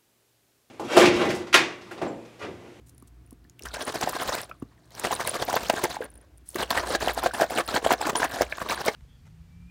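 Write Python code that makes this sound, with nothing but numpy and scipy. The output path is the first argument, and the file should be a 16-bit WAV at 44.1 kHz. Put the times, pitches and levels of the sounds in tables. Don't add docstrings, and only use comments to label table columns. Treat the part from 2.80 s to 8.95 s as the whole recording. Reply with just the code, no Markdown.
import sys
import numpy as np
from scipy import signal
from scipy.fft import rfft, irfft, next_fast_len
from scipy.io import wavfile
from scipy.ndimage import uniform_filter1d, map_coordinates

SR = 44100
rng = np.random.default_rng(int(sys.argv[2]) if len(sys.argv) > 2 else 0)


def volts_from_db(level):
    exponent = np.asarray(level, float) / 20
    return 10 ** exponent


def wav_out(sig):
    wavfile.write(sys.argv[1], SR, np.round(np.clip(np.atleast_2d(sig).T, -1, 1) * 32767).astype(np.int16))


N = 271215
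TIME = np.arange(N) / SR
TOP_HZ = 15900
BUBBLE_HZ = 846


def unit(x):
    return x / np.sqrt(np.mean(x ** 2) + 1e-20)


def along(points, hz):
    f, v = np.transpose(points)
    return np.interp(np.log(hz + 1), np.log(f + 1), v)


def filtered(x, response):
    m = next_fast_len(N + SR // 2)
    return irfft(rfft(x, m) * response(np.fft.rfftfreq(m, 1 / SR)), m)[:N]


def coloured(x, spectrum):
    return unit(filtered(x, lambda hz: volts_from_db(along(spectrum, hz))))


def resonance(f, centre_hz, width_hz):
    damping = 1j * f * width_hz
    return damping / (centre_hz ** 2 - f * f + damping)


def wobble(rate):
    return map_coordinates(rng.standard_normal(int(N * rate / SR) + 4), [TIME * rate])


def patchy(x, depth_db):
    z = signal.stft(x, nperseg=128)[2]
    field = uniform_filter1d(rng.standard_normal(z.shape), size=5, axis=0)
    field = uniform_filter1d(field, size=9, axis=1)
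    return signal.istft(z * volts_from_db(depth_db * unit(field)), nperseg=128)[1][:N]


def blips(s, size, hz, cycles, soft, climb):
    life = (cycles / hz)[:, None]
    k = np.arange(-160, 420)
    t = k / SR
    rise = np.exp(-(t / (soft * life)) ** 2)
    fall = np.exp(-(np.abs(t) / (0.21 * life)) ** 0.43)
    shape = np.where(t < 0, rise, fall) * signal.windows.tukey(len(k), 0.2)
    start_phase = rng.random((len(s), 1))
    tone = np.cos(2 * np.pi * (hz[:, None] * (t + climb * t * t / life) + start_phase))
    at = np.clip(np.round(s * SR).astype(int)[:, None] + k, 0, N)
    return np.bincount(at.ravel(), (size[:, None] * shape * tone).ravel(), N + 1)[:N]


def swell(s, db, rise, fall, edge=1.46):
    power = np.zeros(N)
    for at, level, up, down in zip(s, db, rise, fall):
        near = slice(max(int((at - 4 * up) * SR), 0), int((at + 4 * down) * SR))
        t = TIME[near] - at
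        distance = np.abs(t / np.where(t < 0, up, down))
        power[near] += volts_from_db(2 * level - 17.45 * distance ** np.where(t < 0, edge, 1.9))
    return power


# [peak t/s, level/dB rms, rise t/s, fall t/s]
FIRST_BURST = [(.824, -76, .042, 0.03), (0.857, -37, 0.0034, 0.01), (.886, -50, 0.043, 0.015),
               (0.943, -34.5, 0.0097, 0.024), (1.021, -32, 0.027, 0.015), (1.08, -32, 0.012, 0.031),
               (1.142, -28, 0.0028, 0.031), (1.23, -26.5, 0.017, 0.017), (1.294, -33.5, 0.038, 0.018),
               (1.366, -31, 0.032, 0.0088), (1.419, -27, 0.025, 0.029), (1.497, -29.5, 0.031, 0.0068),
               (1.547, -32, 0.039, 0.02), (1.586, -34, 0.013, 0.028), (1.626, -40.5, 0.0055, 0.023)]
# [peak t/s, level/dB rms, rise t/s, fall t/s]
SECOND_BURST = [(2.196, -46, 0.046, 0.016), (2.26, -25, 0.021, 0.018), (2.332, -28, 0.025, 0.0059),
                (2.411, -29.5, 0.023, 0.016), (2.479, -27.5, 0.013, 0.015), (2.559, -25, 0.017, 0.01),
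                (2.622, -26, 0.027, 0.017), (2.689, -29, 0.01, 0.031), (2.771, -23.5, 0.028, 0.0092),
                (2.834, -37, 0.056, 0.072), (2.9, -21.5, 0.006, 0.0084), (2.97, -32.5, 0.015, 0.065),
                (3.044, -24.5, 0.0099, 0.018), (3.11, -37, 0.021, 0.015), (3.146, -39.5, .026, 0.023)]
# [peak t/s, level/dB rms, rise t/s, fall t/s]
DOWN_STROKES = [(3.821, -27, 0.034, 0.02), (3.983, -25, 0.039, .026), (4.155, -22, 0.048, .0089),
                (4.286, -25.5, 0.028, 0.029), (4.461, -23, 0.029, 0.017), (4.62, -21, 0.021, 0.021),
                (4.795, -22.5, 0.036, 0.017), (4.956, -20, 0.016, 0.023), (5.13, -19.5, 0.029, 0.012),
                (5.297, -23, 0.055, 0.011), (5.447, -23, 0.052, 0.016), (5.621, -26, 0.035, 0.011),
                (5.913, -26, 0.021, 0.028), (6.084, -21.5, 0.023, 0.011)]
# [peak t/s, level/dB rms, rise t/s, fall t/s]
FALL_BACKS = [(3.761, -31, 0.0084, 0.013), (3.911, -25.5, 0.0082, 0.02), (4.084, -34, 0.036, 0.011),
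              (4.229, -29, 0.022, 0.039), (4.394, -28, 0.021, 0.0083), (4.551, -32.5, 0.013, 0.04),
              (4.713, -32, 0.012, 0.049), (4.891, -29.5, 0.012, 0.036), (5.053, -25.5, 0.017, 0.028),
              (5.216, -28, 0.0091, 0.011), (5.358, -27, 0.0064, 0.024), (5.542, -32, 0.024, 0.036),
              (5.822, -29, 0.012, 0.0072), (6.008, -33, 0.015, 0.012)]
EXTRA_SPRAY = [
    [.3, .3, .3, 0.25, .3, .3, 0.48, 0.28, .3, .3, 0.33, 0.34, .3, .3, .3],
    [.3, .3, .3, 0.24, 0.297, 0.298, .3, .3, .3, .3, .3, .3, .3, .3, .3],
    [0.32, 0.25, .3, .3, 0.27, .3, .3, 0.26, .3, 0.25, 0.33, .3, 0.33, 0.41],
    [.3, .3, .3, .3, .3, .3, .3, 0.33, .3, .3, .3, .3, .3, .3],
]
# [peak t/s, level/dB rms, half length t/s, bubble f/Hz]
LUMPS = [(0.97, -39, 0.018, 696), (1.696, -42, 0.0056, 526), (2.94, -22, 0.0025, 735),
         (3.23, -38.5, 0.031, 500), (3.33, -59.5, 0.18, 302), (4.037, -32.5, .013, 840),
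         (4.498, -39, 0.0077, 1330), (5.332, -29, 0.006, 510), (5.784, -33, 0.0032, 940),
         (5.866, -33, 0.014, 364), (5.977, -35.5, 0.015, 1265)]


def surges():
    rows = [(s, db, half, half, -17.5, hz) for s, db, half, hz in LUMPS]
    strokes = FIRST_BURST + SECOND_BURST + DOWN_STROKES + FALL_BACKS
    for (s, db, rise, fall), extra_db in zip(strokes, sum(EXTRA_SPRAY, [])):
        force_db = db + 29.5
        spray_db = -5 + extra_db - 0.36 * force_db
        rows.append((s, db, rise, fall, spray_db, BUBBLE_HZ * np.exp(-0.013 * force_db)))
    return np.transpose(sorted(rows))


# [f/Hz, width f/Hz, level/dB]
BOTTLE_MODES = [(295, 156, -1), (709, 93, 5.5), (1050, 175, -6), (1613, 326, 0), (3730, 2540, -14.5)]


def bottle(f):
    return sum((-1) ** k * volts_from_db(db) * resonance(f, hz, width)
               for k, (hz, width, db) in enumerate(BOTTLE_MODES))


def slosh(s, pitch_hz, clump):
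    at = rng.random(3000) * N / SR
    spread, size, life = rng.standard_normal((3, 3000))
    hz = np.clip(np.interp(at, s, pitch_hz) * np.exp(0.5 * spread), 250, 4000)
    size = volts_from_db(3.1 * np.clip(size, -1.6, 1.6)) * np.minimum(hz / 700, 1) ** 1.13
    bubbles = unit(blips(at, size, hz, 3.1 * np.exp(0.67 * life), soft=0.4, climb=0.054))
    through_wall = unit(filtered(bubbles, bottle))
    turbulence = volts_from_db(6.1 * np.tanh(wobble(160))) * rng.standard_normal(N)
    walls = unit(filtered(turbulence, bottle))
    body = unit(volts_from_db(7.4 * clump) * (0.49 * bubbles + 0.39 * through_wall + 0.49 * walls))
    return unit(body / np.abs(uniform_filter1d(body ** 2, size=700) + 0.05) ** 0.32)


# [f/Hz, level/dB per Hz]
SPRAY_COLOUR = [(1060, 2.5), (1800, -10), (2300, -12.5), (4020, -5), (7560, -10), (9590, -12.5),
                (11200, -19.5), (14900, -19), (16000, -25)]


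def fine_spray(clump):
    at, spread = rng.random(7000) * N / SR, rng.random(7000)
    size, life = rng.standard_normal((2, 7000))
    size = volts_from_db(6 * np.clip(size, -1.8, 1.6))
    drops = unit(blips(at, size, 1500 * 7.63 ** spread, 4.04 * np.exp(0.7 * life), soft=0.39, climb=0.076))
    mist = volts_from_db(2.8 * wobble(250)) * rng.standard_normal(N)
    crackle = np.diff(volts_from_db(6 * np.clip(wobble(420), -3, 2)) * mist, prepend=0)
    mix = 0.8 * drops + 0.67 * unit(mist) + 0.83 * unit(crackle)
    return coloured(patchy(volts_from_db(3.34 * clump) * mix, depth_db=3.5), SPRAY_COLOUR)


# [t/s, level/dB]
WALL_FLOW = [(.78, -87), (.86, -54.5), (1.1, -44), (1.58, -40.5), (1.68, -59.5), (1.78, -73), (2.08, -68),
             (2.2, -44), (2.45, -39.5), (3.1, -45.5), (3.28, -75), (3.66, -80), (3.7, -76), (3.76, -49.5),
             (4.9, -48.5), (5.6, -48.5), (6.15, -43.5)]


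def liquid():
    s, db, rise, fall, spray_db, pitch_hz = np.transpose(surges().T)
    flow_s, film_db = np.transpose(WALL_FLOW)
    trickle_db = -55 + 0.75 * (film_db - np.median(film_db))
    trickle = volts_from_db(2 * np.interp(TIME, flow_s, trickle_db))
    slosh_level = np.sqrt(swell(s, db - 0.5, rise, fall) + trickle)
    spray_level = np.sqrt(swell(s, db + spray_db, 1.04 * rise, 1.014 * fall, edge=2.2))
    clump = np.tanh(wobble(110))
    body, spray = slosh(s, pitch_hz, clump), fine_spray(clump)
    film = unit(filtered(volts_from_db(1.04 * wobble(90)) * spray[::-1], lambda f: 2.0 + 1 / (1 + (f / 6000) ** 2)))
    return slosh_level * body + spray_level * spray + volts_from_db(np.interp(TIME, flow_s, film_db)) * film


# [peak t/s, level/dB, f/Hz]
BIG_POCKETS = [(1.276, -9, 730), (1.525, -15, 1050), (2.2499, -16, 620), (2.3109, -13, 824),
               (2.3275, -10.5, 1050), (2.3983, -17, 1130), (2.731, -16, 900), (2.7428, -6.5, 706),
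               (2.7669, -9, 1000), (2.9008, -4, 810), (3.0419, -10.5, 350), (3.1696, -16, 850),
               (3.913, -9, 1050), (4.2766, -5.5, 705), (4.3782, -12, 760), (4.431, -14, 900),
               (4.4383, -10, 820), (4.4624, -4.5, 685), (4.4678, -9, 610), (4.621, -2.5, 680),
               (4.89, -15.5, 1270), (4.9522, -9, 700), (4.9627, -21, 425), (5.065, -2.5, 640),
               (5.108, -2.5, 940), (5.1199, -4.5, 684), (5.214, -12.5, 850), (5.3551, -12, 960),
               (5.4207, -12, 950), (5.611, -2.5, 604), (5.9227, -12, 1160), (6.0848, -9, 442)]
# [peak t/s, level/dB, f/Hz]
SMALL_POCKETS = [(0.8565, -26.5, 1300), (1.433, -21, 1230), (2.415, -17, 1550), (2.477, -19, 1650),
                 (2.9, -19.5, 2800), (2.9832, -17, 1570), (3.0456, -12.5, 2000), (3.9765, -7.5, 1860),
                 (4.2842, -11, 3000), (4.2933, -15.5, 2100), (4.2981, -19, 1720), (4.6313, -11, 1480),
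                 (4.777, -11.5, 2830), (4.7877, -14, 1430), (4.9622, -12, 1770), (5.05, -15, 3000),
                 (5.1087, -18, 2520), (5.13, -15, 1650), (5.4315, -5, 1680), (5.6205, -11.5, 1600),
                 (5.7249, -13.5, 2320), (5.911, -15, 2230), (5.9784, -20, 1610), (6.084, -11, 2070)]


def gulps():
    s, db, hz = np.transpose(BIG_POCKETS + SMALL_POCKETS)
    cycles = 4.53 * np.exp(0.03 * (-13 - db)) * (hz / BUBBLE_HZ) ** 0.23
    return blips(s, volts_from_db(db - 3.5), hz, 0.65 * cycles, soft=0.57, climb=0.014)


# [peak t/s, level/dB, f/Hz]
PLOPS = [(0.9624, -26, 1550), (1.0093, -27, 3270), (1.333, -20.5, 1120), (1.3661, -21, 690),
         (1.4002, -23, 3360), (1.479, -29, 1810), (1.5231, -25, 690), (1.5801, -30, 960),
         (2.2488, -25, 3450), (2.4382, -28.9, 1640), (2.4528, -22, 1030), (2.4813, -25.1, 2670),
         (2.5178, -25, 600), (2.6886, -15, 705), (2.709, -21, 1380), (2.7305, -30, 2840),
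         (2.8994, -19.5, 3600), (2.974, -24, 1720), (3.081, -26, 690), (3.1465, -27.5, 950),
         (3.7595, -28.5, 1900), (3.761, -21.5, 1130), (3.8189, -22, 1630), (3.9124, -19, 3450),
         (3.984, -15, 1830), (4.0841, -29, 4050), (4.1075, -18, 520), (4.1276, -28, 3360),
         (4.1551, -17, 3960), (4.2277, -18, 600), (4.2975, -23, 1640), (4.3113, -24, 3930),
         (4.5376, -23, 950), (4.6007, -11.5, 786), (4.6215, -24, 1650), (4.642, -14, 694),
         (4.7082, -17, 705), (4.889, -20.5, 4130), (4.9523, -13, 680), (4.9641, -17.5, 3080),
         (5.0303, -23.5, 430), (5.0641, -25, 3380), (5.1293, -21, 1640), (5.2166, -26, 2500),
         (5.257, -18, 1470), (5.2685, -25.2, 2500), (5.3572, -15.5, 3190), (5.3634, -16, 950),
         (5.4502, -13.5, 670), (5.4558, -18, 1640), (5.5691, -21, 690), (5.6216, -27, 2760),
         (5.668, -36, 2330), (5.7848, -28.5, 1460), (5.8026, -27.4, 1460), (5.8175, -20, 1140),
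         (5.864, -23, 1120), (5.889, -23, 3620), (5.8895, -28.7, 1790), (5.91, -21, 4050)]
# [t/s, peak level/dB, centre f/Hz]
SPITS = [(0.7938, -38, 15330), (0.8359, -27, 9300), (0.8897, -37, 4650), (1.022, -24, 4760),
         (1.146, -22.5, 12430), (1.1908, -30, 9650), (1.212, -21.5, 5680), (1.2872, -33.5, 13260),
         (1.2944, -19, 15400), (1.3168, -35, 15330), (1.3256, -25, 12100), (1.421, -23, 15330),
         (1.4337, -20, 9820), (1.4778, -34, 4650), (1.4943, -19, 5450), (1.5017, -29.6, 4650),
         (1.6159, -23.8, 13260), (2.24, -28, 10680), (2.352, -19.5, 9700), (2.4656, -30, 13850),
         (2.476, -21.5, 4650), (2.6246, -19, 4650), (2.6517, -22, 12580), (2.734, -23, 9300),
         (2.7537, -18, 4760), (2.7574, -13, 13780), (2.899, -14, 9300), (2.8996, -15, 4650),
         (2.929, -27.5, 13260), (3.0256, -26, 15300), (3.8223, -22.5, 11760), (4.0005, -25.2, 5510),
         (4.2085, -32, 5860), (4.2827, -23, 4650), (4.3378, -32.5, 15400), (4.3482, -23, 8700),
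         (4.3506, -36.4, 14810), (4.3798, -31, 4650), (4.4457, -24.1, 4650), (4.4894, -38, 15330),
         (4.6329, -28.5, 13700), (4.7129, -35, 15160), (4.7416, -30.0, 4650), (4.7518, -28, 9400),
         (4.9408, -31, 15400), (5.1263, -28, 4650), (5.2156, -18, 7410), (5.3214, -40.1, 15330),
         (5.3574, -15, 5360), (5.4473, -28, 12300), (5.4926, -34, 12400), (5.5755, -30, 4650),
         (5.6115, -23.3, 4650), (5.977, -24, 4650), (6.0623, -16, 12400)]


def droplets():
    s, db, hz = np.transpose(PLOPS)
    out = blips(s, volts_from_db(db - 1.0), hz, 3.4 * (hz / BUBBLE_HZ) ** 0.5, soft=0.45, climb=0.022)
    s, db, hz = np.transpose(SPITS)
    for detune in np.exp(0.17 * rng.standard_normal((3, len(s)))):
        out = out + blips(s, volts_from_db(db - 8), np.minimum(hz * detune, TOP_HZ), 8, soft=0.6, climb=0.01)
    return out


# [t/s, peak level/dB, centre f/Hz]
FINGER_CLICKS = [(0.1797, -41.5, 10300), (0.224, -43.5, 11200), (0.2797, -52, 8400), (0.4744, -55, 2610),
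                 (0.5077, -41, 10800), (0.5281, -45, 9900), (0.6425, -52, 4260), (0.697, -42, 6700)]
# [t/s, peak level/dB, centre f/Hz]
WET_SNAPS = [(0.793, -31.5, 2720), (0.822, -32, 5600), (0.854, -29, 2560), (1.2115, -20, 6200),
             (1.294, -19, 9100), (1.476, -22, 2970), (1.551, -16, 2300), (1.6152, -24, 9900),
             (1.694, -36, 2570), (1.8232, -44, 2630), (2.106, -43, 3990), (2.1503, -29, 5550),
             (2.1963, -18, 9300), (2.2383, -37, 3600), (2.3203, -23, 1910), (2.4735, -14, 9700),
             (2.7283, -17.5, 2040), (2.8847, -25, 6800), (2.8979, -14, 2930), (2.928, -25.5, 2100),
             (3.039, -12, 2000), (3.107, -34, 3190), (3.163, -46, 11040), (3.21, -42.5, 9520),
             (3.226, -41, 12000), (3.243, -37, 13000), (3.316, -52.5, 11960), (3.354, -46.5, 9900),
             (3.58, -45.5, 8900),
             (3.745, -29.5, 3920), (3.758, -19.5, 1930), (3.905, -11, 4300), (4.116, -36, 8940),
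                    (4.2026, -32, 6420), (4.281, -22, 3260), (4.334, -27.5, 14600), (4.341, -29.5, 14400),
                    (4.376, -35.5, 12100), (4.536, -31.5, 5000), (4.4355, -20.5, 2860),
                    (4.706, -27.5, 4100), (4.877, -21, 4120), (5.1252, -13, 3130), (5.214, -27, 3380),
                    (5.4455, -19, 2560), (5.512, -29, 3980), (5.6187, -12.5, 5870), (5.771, -34, 8700),
                    (5.7814, -41, 2340), (5.803, -32, 2030), (5.889, -21.5, 2330), (6.051, -22, 3800)]


def snaps():
    out, t = np.zeros(N + SR), np.arange(600) / SR
    f = np.fft.rfftfreq(1024, 1 / SR)
    for s, db, hz in FINGER_CLICKS + WET_SNAPS:
        crack = rng.standard_normal(len(t)) * volts_from_db(-60 * t / 0.0095) * (1 - np.exp(-t / 0.00062))
        bright_floor = 0.23 * 1j * f / (6000 + 1j * f)
        crack = irfft(rfft(crack, 1024) * (resonance(f, hz, 0.13 * hz) + bright_floor), 1024)
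        out[round(s * SR):][:1024] += volts_from_db(db) * crack / np.abs(crack).max()
    return out[:N]


# [t/s, peak level/dB]
RING_TAPS = [(0.147, -47), (0.1998, -45), (0.4622, -47), (1.051, -23.5), (1.079, -24), (1.6432, -32),
             (1.7988, -45), (2.3395, -18), (2.351, -22), (2.4934, -10), (3.2077, -56), (3.2425, -30),
             (3.251, -32), (4.553, -27.5), (4.565, -36), (4.7, -28), (1.023, -24), (3.302, -36),
             (3.3392, -39.5), (3.355, -39), (3.376, -37), (3.413, -42), (3.5747, -43.5), (3.689, -21),
             (4.097, -25), (4.5377, -23), (4.8634, -26), (5.3863, -16)]
# [t/s, length t/s, level/dB]
RING_SQUEAKS = [
    (5.363, 0.021, -26),
    (5.953, 0.011, -38.5),
]


def rings():
    out, t = np.zeros(N + SR), np.arange(SR // 10) / SR
    for s, db in RING_TAPS:
        tune, upper, lower = rng.standard_normal(3)
        main = np.sin(2 * np.pi * (9640 + 60 * tune) * t) * volts_from_db(-60 * t / 0.014)
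        sides = volts_from_db(1.2 * upper) * np.sin(2 * np.pi * 10150 * t)
        sides = sides + volts_from_db(3.5 * lower) * np.sin(2 * np.pi * 9150 * t)
        tones = (main + 0.4 * sides * volts_from_db(-60 * t / 0.012)) * (1 - np.exp(-t / 0.0007))
        tick = 0.085 * np.diff(rng.standard_normal(len(t) + 2), 2) * volts_from_db(-60 * t / 0.005)
        out[round(s * SR):][:len(t)] += volts_from_db(db - 1) * (tones + tick)
    for s, length, db in RING_SQUEAKS:
        held = np.sin(np.pi * np.clip(t / length, 0, 1)) ** 0.52
        out[round(s * SR):][:len(t)] += volts_from_db(db) * held * np.sin(2 * np.pi * 9630 * t)
    return out[:N]


# [t/s, peak level/dB, f/Hz]
TABLE_BUMPS = [
    (0.225, -41.5, 260),
    (0.525, -37, 270),
    (0.65, -52, 271),
    (0.813, -42.5, 366),
    (0.838, -38.5, 375),
    (1.824, -23, 268),
]


def bumps():
    s, db, hz = np.transpose(TABLE_BUMPS)
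    knock = blips(s + 0.004, volts_from_db(db), hz, 3.5, soft=0.65, climb=-0.016)
    give = blips(s + 0.0069, volts_from_db(db - 12), 0.28 * hz, 0.49, soft=0.52, climb=0)
    blows = np.bincount(np.round((s + 0.0034) * SR).astype(int), volts_from_db(db + 16), N)
    return knock + give + filtered(blows, lambda f: resonance(f, 330, 30))


# [t/s, peak level/dB, f/Hz]
POPS = [(.226, -48, 1140), (0.521, -54, 1050), (0.651, -51, 1750), (0.798, -46.5, 2750), (0.836, -40, 5360),
        (0.845, -48, 2800), (0.887, -30, 5700), (0.908, -39, 1390), (0.984, -31, 895), (1.752, -50, 1200),
        (1.925, -53, 1050), (3.058, -20.5, 905), (1.715, -27, 1320), (1.715, -33, 2440),
        (1.721, -44.5, 600), (1.823, -38, 1143), (2.938, -18.5, 663), (3.209, -21, 486),
        (3.225, -26.5, 1590), (3.758, -21.5, 358), (4.512, -25.5, 1510), (5.727, -18.5, 1680),
        (5.727, -27.5, 620)]


def pops():
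    s, db, hz = np.transpose(POPS)
    return blips(s, volts_from_db(db), hz, 6.9, soft=0.33, climb=0.01)


# [peak t/s, fall t/s, level/dB]
SKIN_SLIDES = [
    (0.075, 0.039, -62.5),
    (.275, 0.012, -60),
    (3.685, 0.061, -52),
]


def slides():
    s, fall, db = np.transpose(SKIN_SLIDES)
    rough = volts_from_db(3.9 * wobble(220)) * rng.standard_normal(N)
    slide = coloured(rough, [(2000, -21), (6000, -10), (9000, -6), (16000, -16)])
    return np.sqrt(swell(s, db, 0.3 * fall, fall)) * slide


# [f/Hz, t60 t/s]
ROOM_DECAY = [(200, 0.16), (2000, 0.13), (8000, 0.054)]


def room(x):
    hz, t, z = signal.stft(rng.standard_normal(SR // 2), SR, nperseg=256)
    decay = volts_from_db(-60 * t / along(ROOM_DECAY, hz)[:, None])
    tail = signal.istft(z * decay, SR, nperseg=256)[1]
    return signal.fftconvolve(np.pad(x, (200, 0)), tail / np.linalg.norm(tail))[:N]


# [t/s, level/dB]
ARM_LEVEL = [(0.0, -55.5), (.68, -51), (.75, -83), (.82, -43), (1.4, -76), (1.51, -41.5), (1.61, -66),
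             (1.78, -61), (1.83, -49), (1.92, -62.5), (3.05, -55.5), (4.38, -44), (4.74, -55.5),
             (5.65, -49.5), (5.94, -57), (6.15, -53)]
# [f/Hz, level/dB per Hz]
RUMBLE_COLOUR = [(25, -27.5), (42, -28), (56, 15), (75, -0.5), (100, -10.5), (200, -50)]


def arm_rumble():
    level_db = np.interp(TIME, *np.transpose(ARM_LEVEL)) + 1.1 * wobble(17)
    return volts_from_db(level_db) * coloured(rng.standard_normal(N), RUMBLE_COLOUR)


# [f/Hz, level/dB rms]
HUM_PARTIALS = [(57.4, -70.5), (119, -60), (167, -67), (240, -72.5), (350, -82), (312, -69.5), (705, -77.5)]


def appliance():
    hum = np.zeros(N)
    for hz, db in HUM_PARTIALS:
        hum += volts_from_db(db + 2.5 * wobble(14)) * np.sin(2 * np.pi * (hz * TIME + 0.13 * wobble(16)))
    return hum * volts_from_db(-9 * np.clip(TIME - 2.2, 0, 1))


# [f/Hz, level/dB per Hz]
AIR_COLOUR = [(30, -27), (80, 4), (140, 2), (200, -6.5), (310, 0), (520, -16.5), (1500, -19), (4000, -27),
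              (9000, -30.5), (16000, -33.5)]


def room_tone():
    return volts_from_db(-61.5 + 0.53 * wobble(3.0)) * coloured(rng.standard_normal(N), AIR_COLOUR)


def scene():
    near = liquid() + gulps() + droplets() + snaps() + bumps() + pops() + slides()
    background = arm_rumble() + appliance() + room_tone()
    return (near + volts_from_db(-17.5) * room(near) + rings() + background)[None]


def low_pass(x):
    return signal.sosfilt(signal.butter(12, 16970, fs=SR, output="sos"), x)


def record(dry):
    mix = filtered(dry[0], lambda hz: (hz < TOP_HZ) / (1 + (38 / (hz + 1)) ** 4))[None]
    return low_pass(mix)


dry = scene()
out = record(dry)
wav_out(out)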